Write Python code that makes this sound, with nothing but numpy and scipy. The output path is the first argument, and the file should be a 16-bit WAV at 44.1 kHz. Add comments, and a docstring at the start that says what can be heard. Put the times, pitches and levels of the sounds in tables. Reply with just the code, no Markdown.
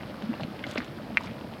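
"""Thick mud churns and simmers in a rocky outdoor pit, over rushing steam and a little wind rumble.
Small bubbles snap open as their films tear, with wet ticks that echo off the pit walls.
Large gas pockets glug under the surface, their pitch rising as they near it.
Thrown mud spatters back, and tearing films crackle with fine spray."""
import sys
import numpy as np
from scipy import signal
from scipy.fft import rfft, irfft
from scipy.io import wavfile

SR = 44100
rng = np.random.default_rng(int(sys.argv[2]) if len(sys.argv) > 2 else 0)


def pcm_store(signal):
    """Save signal as 16-bit PCM."""
    levels = np.round(np.clip(np.atleast_2d(signal), -1, 1) * 32767)
    wavfile.write(sys.argv[1], SR, levels.astype(np.int16).T)


N = 70560
T = np.arange(N) / SR
BUBBLE_RISE_PER_S = 2.8  # relative pitch rise of a surfacing bubble


def from_db(db):
    """Decibels to gain."""
    return 10 ** (np.asarray(db) / 20)


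def level(curve):
    """Gain over time from (time [s], level [dB]) points."""
    return from_db(np.interp(T, *np.transpose(curve)))


def rms_one(x):
    """Scale to rms 1."""
    return x / np.sqrt(np.mean(x ** 2) + 1e-20)


def add(out, start_s, sound):
    """Mix a sound in at start_s."""
    i = int(np.clip(start_s * SR, 0, N - 1))
    out[i:i + len(sound)] += sound[:N - i]


def band(x, low_hz, high_hz, order=2):
    """Butterworth band-pass."""
    return signal.sosfilt(signal.butter(order, [low_hz, high_hz], "band", fs=SR, output="sos"), x)


def drift(rate_hz):
    """Slow random wander, rms 1."""
    hz = np.arange(N // 2 + 1) * SR / N
    return rms_one(irfft(rfft(rng.standard_normal(N)) / (1 + (hz / rate_hz) ** 2), N))


def bubble(hz, swell_s, t60_s):
    """A gas cavity swells into a ring and decays while its pitch rises."""
    t = T[:SR // 4]
    envelope = (1 - np.exp(-(t / swell_s) ** 2)) * from_db(-60 * t / t60_s)
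    return envelope * np.sin(2 * np.pi * hz * t * (1 + BUBBLE_RISE_PER_S * t / 2))


def swarm(per_s, range_hz, t60_cycles, spread_db, tilt_db, pitches=18):
    """Random bubbles of uneven strength on log-spaced pitches, tilted from low to high; rms 1."""
    strengths = from_db(spread_db * np.minimum(rng.exponential(1, N), 4))
    signs = rng.choice([-1, 1], N)
    births = rng.random(N) < per_s / SR
    kicks = strengths * signs * births
    pitch_index = rng.integers(0, pitches, N)
    out = np.zeros(N)
    for k, hz in enumerate(np.geomspace(*range_hz, pitches)):
        ring = bubble(hz, swell_s=0.88 / hz, t60_s=t60_cycles / hz)
        out += from_db(tilt_db * k / pitches) * signal.fftconvolve(kicks * (pitch_index == k), ring)[:N]
    return rms_one(out)


def pool():
    """Large bubbles churn deep down; small ones simmer all over the pool."""
    churn = swarm(per_s=560, range_hz=(116.3, 319.6), t60_cycles=11.6, spread_db=0.5, tilt_db=10.5)
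    simmer = swarm(per_s=800, range_hz=(475, 1600), t60_cycles=6.5, spread_db=4, tilt_db=-3)
    return from_db(-47) * churn + from_db(-51.5) * simmer


def spatter():
    """Thrown mud falls back, ringing as tiny bubbles."""
    # spatter after the bursts: (time [s], level [dB])
    surges = [(0, -51), (.1, -50), (.19, -51), (.31, -49), (.41, -48), (.47, -52.5), (.61, -51), (.70, -43),
              (.80, -45.5), (.90, -52), (1.19, -51.5), (1.26, -46.5), (1.34, -52), (1.6, -55)]
    drops = swarm(per_s=3500, range_hz=(1125, 4600), t60_cycles=5.1, spread_db=3.5, tilt_db=1)
    return level(surges) * band(drops, low_hz=475, high_hz=5250, order=6)


def steam_and_wind():
    """Dull noise bands flicker independently under a smooth hiss; gusts swell the lowest."""
    # steam and wind spectrum: (frequency [Hz], relative density [dB])
    spectrum = [(25, -50), (50, -12.5), (85, -3), (150, -1), (230, 1), (410, -8), (610, -5.5), (900, -13),
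                (1400, -22.5), (2200, -25), (3600, -29.5), (5100, -28.5), (5800, -36), (7100, -41),
                (12200, -38.5), (16000, -43.5)]
    # gusts in the wind rumble: (time [s], gain [dB])
    gusts = [(0, 5), (.2, -6.5), (.37, 1.5), (.45, -0.5), (.75, 2), (1.1, 0.5), (1.35, 4), (1.6, 1.5)]
    flicker_db, wind_top_hz = 1.14, 160
    edges_hz = [12, 80, 160, 320, 640, 1280, 2560, 5120]
    hz = np.arange(N // 2 + 1) * SR / N + 1
    knots_hz, knots_db = np.transpose(spectrum)
    shape = from_db(np.interp(np.log(hz), np.log(knots_hz), knots_db))
    noise_bins = rfft(rng.standard_normal(N)) * shape
    out = irfft(noise_bins * (hz >= edges_hz[-1]), N)  # smooth hiss
    for low_hz, high_hz in zip(edges_hz, edges_hz[1:]):
        flicker = from_db(flicker_db * drift(rate_hz=13))
        gust = level(gusts) if high_hz <= wind_top_hz else 1
        out += irfft(noise_bins * (hz >= low_hz) * (hz < high_hz), N) * flicker * gust
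    return from_db(-42) * rms_one(out)


def pops():
    """A bubble's film tears; as the hole widens, the pitch shoots up and the ring dies ever faster."""
    # bubbles snapping open: (time [s], pitch [Hz], level [dB], life to -60 dB [cycles])
    bursts = [(0.0093, 2010, -30.5, 4.8), (0.0335, 2680, -33.5, 9.7), (0.0335, 925, -30, 3.8),
              (.098, 590, -33, 7.8), (.1425, 1300, -33, 5.7), (0.222, 1360, -30.5, 3.4),
              (.3385, 1060, -35, 10), (.338, 583, -30.5, 3.8), (0.3392, 2720, -33.5, 17),
              (0.3978, 680, -26, 3.9), (.4035, 1090, -24, 2.5), (0.4091, 750, -30.5, 8.8),
              (0.434, 2840, -26.5, 10), (0.434, 4050, -33.5, 16), (.4330, 584, -29, 4.4),
              (0.5931, 2440, -24.5, 3.2), (0.6388, 1600, -30, 16), (0.6398, 2160, -25.5, 19.6),
              (.6402, 3070, -25.5, 8.8), (.6665, 630, -27, 4.9), (0.694, 620, -33, 7),
              (0.7562, 3260, -28, 7.2), (0.7575, 570, -24, 5.8), (0.7589, 1320, -22.5, 4.7),
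              (0.7736, 2650, -21, 3), (.7769, 2220, -13.5, 5.5), (.7800, 587, -26.5, 4),
              (0.781, 4600, -22, 6.9), (0.8032, 1980, -22, 3.5), (.8034, 1720, -20.5, 5.6),
              (0.819, 1730, -33, 11), (.8805, 3000, -35, 6), (0.9862, 1280, -33.5, 6.5),
              (0.9952, 940, -42, 7), (.9970, 573, -32.5, 7.7), (1.1050, 670, -31.5, 6),
              (1.1718, 2258, -3, 7.5), (1.2080, 930, -24.5, 4.6), (1.241, 1020, -34, 11),
              (1.271, 2360, -34.5, 22), (1.3129, 2940, -32, 3.6), (1.4099, 800, -29, 2.4),
              (1.445, 550, -32.5, 3.9), (1.5258, 780, -33.5, 9.5), (1.5377, 2710, -28.5, 3.1)]
    open_cycles, torn_cycles, rise_per_life = 0.36, 9.6, 0.9
    out, t = np.zeros(N), T[:SR // 20]
    for start_s, hz, db, life_cycles in bursts:
        age = t * hz / life_cycles
        envelope = (1 - np.exp(-(t * hz / open_cycles) ** 2)) * from_db(-60 * age ** 2)
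        rise = rise_per_life * min(1, torn_cycles / life_cycles) ** 2  # long rings tear and rise less
        pitch_hz = hz * (1 + rise * (np.minimum(age, 1) - 1 / 4))
        add(out, start_s, from_db(db) * envelope * np.sin(2 * np.pi * np.cumsum(pitch_hz) / SR))
    return out


def pit(x):
    """Direct sound, close wall reflections and a short, faint scatter off rough rock."""
    # wall reflections: (delay [s], gain [dB])
    walls = [(.0019, -19.5), (.00327, -12.5), (.00528, -13.5), (.00624, -17.5), (.00671, -15), (0.01, -16)]
    scatter_db, scatter_t60_s = -25, 0.27
    out, t = x.copy(), T[:SR // 4]
    for delay_s, db in walls:
        out += from_db(db) * np.interp(T - delay_s, T, x, left=0)
    scatter = rng.standard_normal(len(t)) * from_db(-60 * t / scatter_t60_s)
    return out + from_db(scatter_db) * signal.fftconvolve(x, scatter / np.linalg.norm(scatter))[:N]


def glugs():
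    """Large pockets swell into a low ring that the mud soon damps; pitch rises as they surface."""
    # gas pockets: (time [s], pitch [Hz], peak [dB], swell [s])
    pockets = [(0.047, 112, -42, 0.012), (0.226, 193, -26.5, 0.017), (0.261, 231, -35, .013),
               (.287, 227, -20, .013), (.303, 305, -34.5, 0.014), (.393, 194, -37, 0.017),
               (.416, 135, -31.5, 0.012), (0.445, 177, -26, 0.0051), (.481, 224, -28, 0.005),
               (.500, 198, -39.5, .018), (.756, 336, -24, 0.0034), (.7775, 238, -24.5, .0105),
               (0.968, 310, -33.5, 0.0066), (1, 200.7, -37.5, 0.015), (1.086, 223.5, -34.5, 0.019),
               (1.114, 199, -33, 0.019), (1.258, 185, -33.5, .011), (1.298, 208.4, -35.5, 0.015),
               (1.415, 258, -31.5, 0.0038), (1.439, 233, -34.5, .01)]
    out, t = np.zeros(N), T[:SR // 8]
    for start_s, hz, peak_db, swell_s in pockets:
        swell = (t / swell_s) ** 2
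        envelope = from_db(peak_db) * swell * np.exp(1 - swell)
        add(out, start_s, envelope * np.sin(2 * np.pi * hz * t * (1 + BUBBLE_RISE_PER_S * t / 2)))
    return out


def ticks():
    """A film tears or a drop lands: a tiny, bright noise burst."""
    # wet ticks: (time [s], level [dB], band centre [Hz], t60 [s])
    tears = [(0.222, -41, 3100, 0.028), (0.4084, -39.5, 3140, 0.017), (.428, -46, 3530, .04),
             (0.6665, -36.5, 3200, 0.014), (0.688, -56, 8000, 0.038), (0.7123, -31, 3860, 0.003),
             (0.714, -48, 9100, 0.0077), (0.7358, -42, 6200, 0.0018), (.7488, -41, 6500, 0.0015),
             (.7805, -46, 7200, 0.004), (.846, -34, 3100, 0.0022), (1.1715, -33.5, 4700, 0.0016),
             (1.2115, -46, 6100, 0.0042), (1.236, -44, 4300, 0.012), (1.260, -49, 5540, 0.012),
             (1.412, -37, 2280, 0.0048)]
    edge_ratio = 1.3
    out, t = np.zeros(N), T[:SR // 10]
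    for start_s, db, hz, t60_s in tears:
        envelope = from_db(db - 60 * t / t60_s)
        burst = band(rng.standard_normal(len(t)), hz / edge_ratio, hz * edge_ratio) * envelope
        add(out, start_s, burst * np.linalg.norm(envelope) / np.linalg.norm(burst))
    return out


def spray():
    """The finest droplets crackle while a mud film stretches and tears."""
    # droplet clouds: (centre [s], length [s], level [dB])
    clouds = [(0.699, 0.046, -50.5), (0.794, 0.045, -58.5), (1.25, 0.04, -52.5)]
    envelope = np.zeros(N)
    for centre_s, length_s, db in clouds:
        envelope += from_db(db) * np.exp(-(2 * (T - centre_s) / length_s) ** 2)
    droplets = swarm(per_s=3700, range_hz=(3200, 10900), t60_cycles=5.6, spread_db=3.5, tilt_db=-21)
    return envelope * droplets


def scene():
    """Bursts in the pit over the simmering pool, steam and wind; mono."""
    return (pit(pops() + ticks()) + glugs() + spray() + pool() + spatter() + steam_and_wind())[None]


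def record(dry):
    """Steep elliptic low-pass."""
    cutoff_hz = 15900
    return signal.sosfilt(signal.ellip(10, .1, 70, cutoff_hz, fs=SR, output="sos"), dry)


dry = scene()
out = record(dry)
pcm_store(out)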